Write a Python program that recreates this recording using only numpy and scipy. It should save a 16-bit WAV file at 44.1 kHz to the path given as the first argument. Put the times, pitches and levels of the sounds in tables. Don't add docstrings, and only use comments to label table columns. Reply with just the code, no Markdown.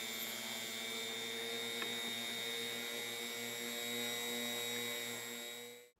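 import sys
import numpy as np
from scipy import signal
from scipy.fft import irfft
from scipy.io import wavfile
from scipy.ndimage import uniform_filter1d

SR = 44100
rng = np.random.default_rng(int(sys.argv[2]) if len(sys.argv) > 2 else 0)


def to_wav(s):
    ch = np.atleast_2d(s).T
    pcm = np.round(np.clip(ch, -1, 1) * 32767)
    wavfile.write(sys.argv[1], SR, pcm.astype(np.int16))


N = 264147
STEP = 128
PULSE_HZ, PULSE_LAG = 119.965, 0.434

# t/s, f/Hz
SHAFT_SPEED = [(0.0, 223.77), (0.12, 224.42), (0.36, 221.8), (1.03, 226.72), (1.14, 226.56), (1.58, 231.12),
               (1.97, 233.35), (2.08, 231.51), (2.52, 231.94), (2.78, 234.34), (3.03, 235.3),
               (3.16, 234.09), (3.49, 235.54), (3.64, 235.5), (3.89, 237.22), (4.48, 237.74),
               (4.61, 237.18), (4.87, 238.16), (5.02, 235.73), (5.17, 235.04), (5.38, 235.85),
               (5.8, 241.78), (5.99, 243.49)]
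# t/s, level/dB, lag/turns
GRIP_SHAKE = [(0, -55, 0.15), (.45, -52, 0.19), (1.1, -56, 0.35), (1.4, -56, 0.31), (1.8, -54.5, 0.45),
              (2.1, -53, .24), (2.37, -53.5, 0.2), (2.43, -60, -0.16), (2.6, -60, -0.2), (2.9, -60, -0.18),
              (3.07, -66, 0.26), (3.25, -55.5, 0.43), (3.9, -52, 0.46), (4.5, -50, 0.39),
              (4.95, -63.5, 0.52), (5.5, -52.5, 0.4), (6, -57, .46)]


def motor(turns):
    # shaft multiple, pulse multiple, relative level/dB, speed slope/(dB/Hz)
    tone_families = [
        [(16, 0, -1, 0), (15, 0, -19.5, 0.4), (17, 0, -27, 0.3), (18, 0, -20.5, -0.25), (14, 0, -21.5, .5)],
        [(16, -1, -0.5, 0.26), (16, -2, -3.5, -0.75), (16, -3, -7.5, -1.5), (16, 1, -9.5, -1.4),
         (16, 2, -7, -1)],
        [(8, 3, -3, -0.03), (8, 2, -7, -0.26), (8, 1, -6, 0.5), (8, 0, -12, .5), (8, 4, -9, -0.84),
         (8, 5, -14.5, -0.34), (8, -1, -19, 0.1), (8, -2, -18, -0.5), (9, 0, -17, 0.8), (10, 0, -16, -0.5),
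         (6, 0, -15.5, 0.07), (24, 0, -18, 0.86), (2, 1, -21, 1.57), (3, -1, -28.5, 2.8), (3, 1, -28, -0.5),
         (4, 1, -22.5, 1.1), (5, -1, -28.5, -0.06), (4, -1, -17, -0.05), (4, 0, -20.5, -0.6),
         (5, 0, -21.5, -0.5), (7, 0, -24.5, 0), (22, 0, -25.5, 1.2), (25, 0, -21.5, -0.26), (29, 0, -18, 0)],
        [(32, 0, 0.5, 0), (31, 0, -12.5, 0.85), (33, 0, -10, 1.05), (32, -1, -19.5, 1.5), (32, 1, -21, 0),
         (34, 0, -13, -1), (36, 0, -27, -0.6), (40, 0, -15.5, 0.3), (42, 0, -19, .5), (43, 0, -20, 1.6),
         (53, 0, -15, -0.8), (63, 0, -22, 0.5), (57, 0, -18, 1.0), (50, 0, -21.5, 0)],
        [(48, 0, -2, -0.02), (47, 0, -15, -2), (49, 0, -7, -0.5), (46, 0, -14, 0)],
        [(1, 0, -3, 0.28), (3, 0, -8.5, -0.13), (1, -1, -29.5, 1.8), (1, 1, -21.5, 0), (2, -1, -20.5, 0.6)],
        [(2, 0, 0, 0), (3, -2, -16, -0.9), (1, 2, -17.5, 1)],
    ]
    # pulse multiple, level/dB, speed slope/(dB/Hz)
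    coil_hum = [(.5, -88.5, -0.5), (1, -69, 0.1), (2, -59.5, .2), (3, -65, 0), (4, -68.5, 0.15),
                (5, -85, -2.5)]
    # shaft multiple, level/dB, speed slope/(dB/Hz), lag/cycles, lag slope/(cycles/Hz)
    wobble = [(.5, -75, 1.04, -0.19, -0.046), (1.5, -70, 0.2, 0.5, 0.09), (2.5, -68, 1.0, .5, 0.068),
              (3.5, -77.5, -0.24, -0.17, -0.0041)]
    speed_hz, = curves(SHAFT_SPEED, STEP)
    _, grip_lag = curves(GRIP_SHAKE, STEP)
    t = np.arange(len(speed_hz)) * STEP / SR
    offset_hz = np.minimum(speed_hz - 231.2, 5.5)
    pulses = PULSE_HZ * t - PULSE_LAG
    whine_pulses = PULSE_HZ * t - .5 - 0.014 * offset_hz
    turns = turns[::STEP]
    turns = np.append(turns, turns[-1] + speed_hz[-1] * STEP / SR)
    turns = turns + 0.0042 * wander(rate_hz=10, count=1)[0]
    path_phase = rng.random(64) * (np.arange(64) > 3)
    levels_db, phases = [], []
    for (multiple, db, slope), drift in zip(coil_hum, wander(rate_hz=5, count=len(coil_hum))):
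        levels_db.append(db + slope * offset_hz + 1.2 * drift)
        phases.append(multiple * pulses)
    slip = np.interp(t, (4.84, 4.96), [0, .5])
    for (order, db, slope, lag, lag_slope), drift in zip(wobble, wander(rate_hz=3, count=len(wobble))):
        levels_db.append(db + slope * offset_hz + 2.5 * drift)
        phases.append(order * turns - lag - lag_slope * offset_hz - slip)
    for family_db, family in zip(family_levels(offset_hz), tone_families):
        drifts = wander(rate_hz=6, count=len(family))
        sways = 0.068 * wander(rate_hz=1.5, count=len(family))
        for (order, multiple, db, slope), drift, sway in zip(family, drifts, sways):
            waver_db = min(.4 - .13 * db, 3) * drift
            levels_db.append(family_db + db + slope * offset_hz + waver_db)
            shaft = turns - grip_lag if order == 1 else order * turns + sway
            chop = multiple * (whine_pulses if order == 16 else pulses)
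            phases.append(shaft + chop + path_phase[order])
    return sum_tones(np.sqrt(2) * gain_of(levels_db), 2 * np.pi * np.array(phases))[:N]


def family_levels(offset_hz):
    # t/s, commutator whine/dB, its second harmonic/dB, twice-per-turn hum/dB
    tone_levels = [(0, -49, -56, -57.5), (.22, -50, -56.5, -61.5), (.4, -55.5, -58, -65),
                   (.52, -49.5, -56.5, -68), (.68, -52, -57, -59), (.82, -47, -60.5, -59),
                   (1.0, -47, -57, -52.5), (1.2, -47, -59.5, -52.5), (1.4, -47.5, -69, -49),
                   (1.6, -45.5, -60.5, -49), (2.0, -44.5, -60.5, -54.5), (2.2, -45.5, -61, -62.5),
                   (2.55, -43.5, -61, -48.5), (2.8, -49, -63, -53), (3.2, -48.5, -59, -53),
                   (3.55, -51, -57.5, -53.5), (4.0, -45, -56, -50), (4.4, -46.5, -56, -52),
                   (4.65, -45, -55, -50.5), (5.0, -47, -56, -52), (5.22, -53.5, -55, -54.5),
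                   (5.52, -44.5, -55, -51.5), (5.85, -54.5, -55.5, -43)]
    whine, second_harmonic, hum = curves(tone_levels, STEP)
    shake, _ = curves(GRIP_SHAKE, STEP)
    swell_db = whine + 47
    side_tone = -59 + 0.29 * offset_hz + 0.29 * swell_db
    slot_buzz = -51 + 0.17 * offset_hz + 0.25 * swell_db
    third_harmonic = -61 + .9 * offset_hz + 0.22 * swell_db
    return whine, side_tone, slot_buzz, second_harmonic, third_harmonic, shake, hum


def motor_noise(turns):
    # f/Hz, density/dB
    rumble_spectrum = [(36, -124), (55, -96), (85, -105), (200, -90), (300, -91), (420, -86.5), (850, -88),
                       (1250, -91.5), (1600, -89), (2250, -88.5), (2800, -93.5), (3600, -102)]
    # f/Hz, relative density/dB
    rush_spectrum = [(2400, -41.5), (3000, -33.5), (3700, -28.5), (4500, -31.5), (5200, -32), (5800, -36),
                     (7000, -33), (7700, -35.5), (8600, -42.5)]
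    # f/Hz, relative density/dB
    hiss_spectrum = [(7000, -41), (8400, -35.5), (10000, -35), (12000, -35), (14000, -35.5), (16000, -37.5)]
    # t/s, fan rush/dB, brush hiss/dB
    noise_gains = [(0, -56, -60.5), (.75, -55.5, -59.5), (1.15, -57.5, -62.5), (2.5, -57.5, -60.5),
                   (3.5, -58, -60.5), (4.4, -58, -59), (5.9, -59.5, -59.5)]
    rush_db, hiss_db = curves(noise_gains)
    pulse_throb = np.cos(2 * np.pi * (PULSE_HZ * np.arange(N) / SR - PULSE_LAG))
    turn_throb = np.cos(2 * np.pi * turns) + .7 * np.cos(4 * np.pi * turns)
    rumble = noise(rumble_spectrum, patchy_db=2.0) * gain_of(0.86 * pulse_throb)
    rush = noise(rush_spectrum, patchy_db=1.24) * gain_of(rush_db + turn_throb)
    hiss = noise(hiss_spectrum, patchy_db=1.8) * gain_of(hiss_db + .7 * turn_throb)
    return rumble + rush + hiss


def rock_knocks():
    # t/s, click peak/dB, thud relative to click/dB
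    knocks = [(1.820, -26.5, -14.5), (1.851, -51.5, 9), (1.901, -54.5, 8.5), (2.046, -65, 12.5),
              (2.075, -53, 12), (2.116, -56, 3), (2.249, -58, 10), (2.296, -59, 10), (2.385, -54, 12.5),
              (2.94, -63, 11), (2.99, -54.5, 11), (3.034, -61, 10), (3.085, -59, 7), (3.19, -57.5, 10.5),
              (4.7615, -38, -18)]
    # f/Hz, level before the contrast factor/dB, t60/s
    stone_modes = [(1093, -7.5, 0.054), (1330, -4.5, .04), (1750, -1, 0.027), (2140, -3.5, 0.041),
                   (2540, -5, 0.025), (3220, -5.5, 0.02), (5350, -15, .015)]
    # f/Hz, relative level/dB, t60/s
    bench_modes = [(214.4, -4.5, .15), (332, -1.5, .12), (414, 2, 0.14), (680, -0.5, 0.081),
                   (865, -2, 0.066)]
    out = np.zeros(N + SR)
    for start_s, db, thud_db in knocks:
        contrast = 1.5 + .15 * max(-27 - db, 0)
        modes = [(hz, mode_db * contrast, t60) for hz, mode_db, t60 in stone_modes]
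        click = ring(modes, uneven_db=1.5, rise_s=.0006)
        thud = gain_of(thud_db) * ring(bench_modes, uneven_db=3, rise_s=0.0022)
        out[round(start_s * SR):][:len(click)] += gain_of(db) * (click + thud)
    return out[:N]


def bearing_squeak(turns):
    # t/s, level/dB, f/Hz
    whistle = [(.12, -72.5, 13000), (.135, -51, 12960), (.16, -56, 12900), (.205, -51, 13040),
               (.225, -44, 12990), (.25, -56, 13030), (.275, -54, 12880), (.3, -49, 12890),
               (.325, -59, 12880), (.35, -58, 13150), (.37, -85, 13150)]
    db, hz = curves(whistle)
    pitch_drift, flutter = map(per_sample, wander(rate_hz=60, count=2))
    angle = 2 * np.pi * np.cumsum(hz + 22 * pitch_drift) / SR
    tones = sum(gain * np.cos(angle + side * 2 * np.pi * turns)
                for side, gain in ((0, 1), (1, 0.71), (-1, 0.3), (2, .25)))
    return gain_of(db + 1.8 * flutter) * tones


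def ring(modes, uneven_db, rise_s):
    t = np.arange(SR // 8) / SR
    blow = 0
    for hz, db, t60 in modes:
        decay = gain_of(db + uneven_db * rng.standard_normal() - 60 * t / t60)
        blow = blow + decay * np.sin(2 * np.pi * hz * t + rng.uniform(0, 2.1))
    blow *= 1 - np.exp(-t / rise_s)
    return blow / abs(blow).max()


def sum_tones(amplitudes, angles):
    ramp = np.arange(STEP, dtype=np.float32) / STEP
    out = 0
    for amplitude, angle in zip(amplitudes.astype(np.float32), angles):
        start = (angle[:-1, None] % (2 * np.pi)).astype(np.float32)
        advance = np.diff(angle)[:, None].astype(np.float32)
        envelope = amplitude[:-1, None] + np.diff(amplitude)[:, None] * ramp
        out = out + envelope * np.cos(start + advance * ramp)
    return out.ravel()


def noise(spectrum, patchy_db):
    bin_hz = np.fft.rfftfreq(1024, 1 / SR)
    hz, db = np.transpose(spectrum)
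    real, imag, patches = rng.standard_normal((N // 512 + 3, 513, 3), dtype=np.float32).T
    patches = uniform_filter1d(uniform_filter1d(patches, size=10, axis=0), size=8, axis=1)
    density_db = np.interp(np.log(bin_hz + 1), np.log(hz), db, left=-150, right=-150)
    spectra = (real + 1j * imag) * gain_of(density_db[:, None] + patchy_db * patches / patches.std())
    window = np.sin(np.pi * (np.arange(1024) + .5) / 1024)
    frames = irfft(spectra, axis=0).T * window * np.sqrt(1024 * SR / 4)
    return (frames[1:, :512] + frames[:-1, 512:]).ravel()[:N]


def wander(rate_hz, count):
    white = rng.standard_normal((count, N // STEP + 2))
    drifts = uniform_filter1d(white, max(int(SR / STEP / rate_hz), 1), axis=1)
    return drifts / drifts.std(axis=1, keepdims=True)


def curves(rows, step=1):
    times, *columns = np.transpose(rows)
    return [np.interp(np.arange(0, N + step, step)[:N] / SR, times, column) for column in columns]


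def per_sample(points):
    return np.interp(np.arange(N), np.arange(len(points)) * STEP, points)


def gain_of(db):
    return 10 ** (np.asarray(db) / 20)


def scene():
    turns = np.cumsum(curves(SHAFT_SPEED)[0]) / SR
    return (motor(turns) + motor_noise(turns) + rock_knocks() + bearing_squeak(turns))[None]


def record(dry):
    fade_s, room_start_s, cutoff_hz = (5.09, 5.935), 5.957, 15725
    t = np.arange(N) / SR
    faded = dry * np.interp(t, fade_s, [1, 0])
    rumble = signal.lfilter([.03], [1, -.97], rng.standard_normal(N))
    room_tone = gain_of(-80.5) * rumble / rumble.std() * np.clip((t - room_start_s) / 0.012, 0, 1)
    lowpass = signal.firwin(2047, cutoff_hz, window=("kaiser", 9), fs=SR)
    return signal.oaconvolve(faded + room_tone, lowpass[None], "same")


dry = scene()
out = record(dry)
to_wav(out)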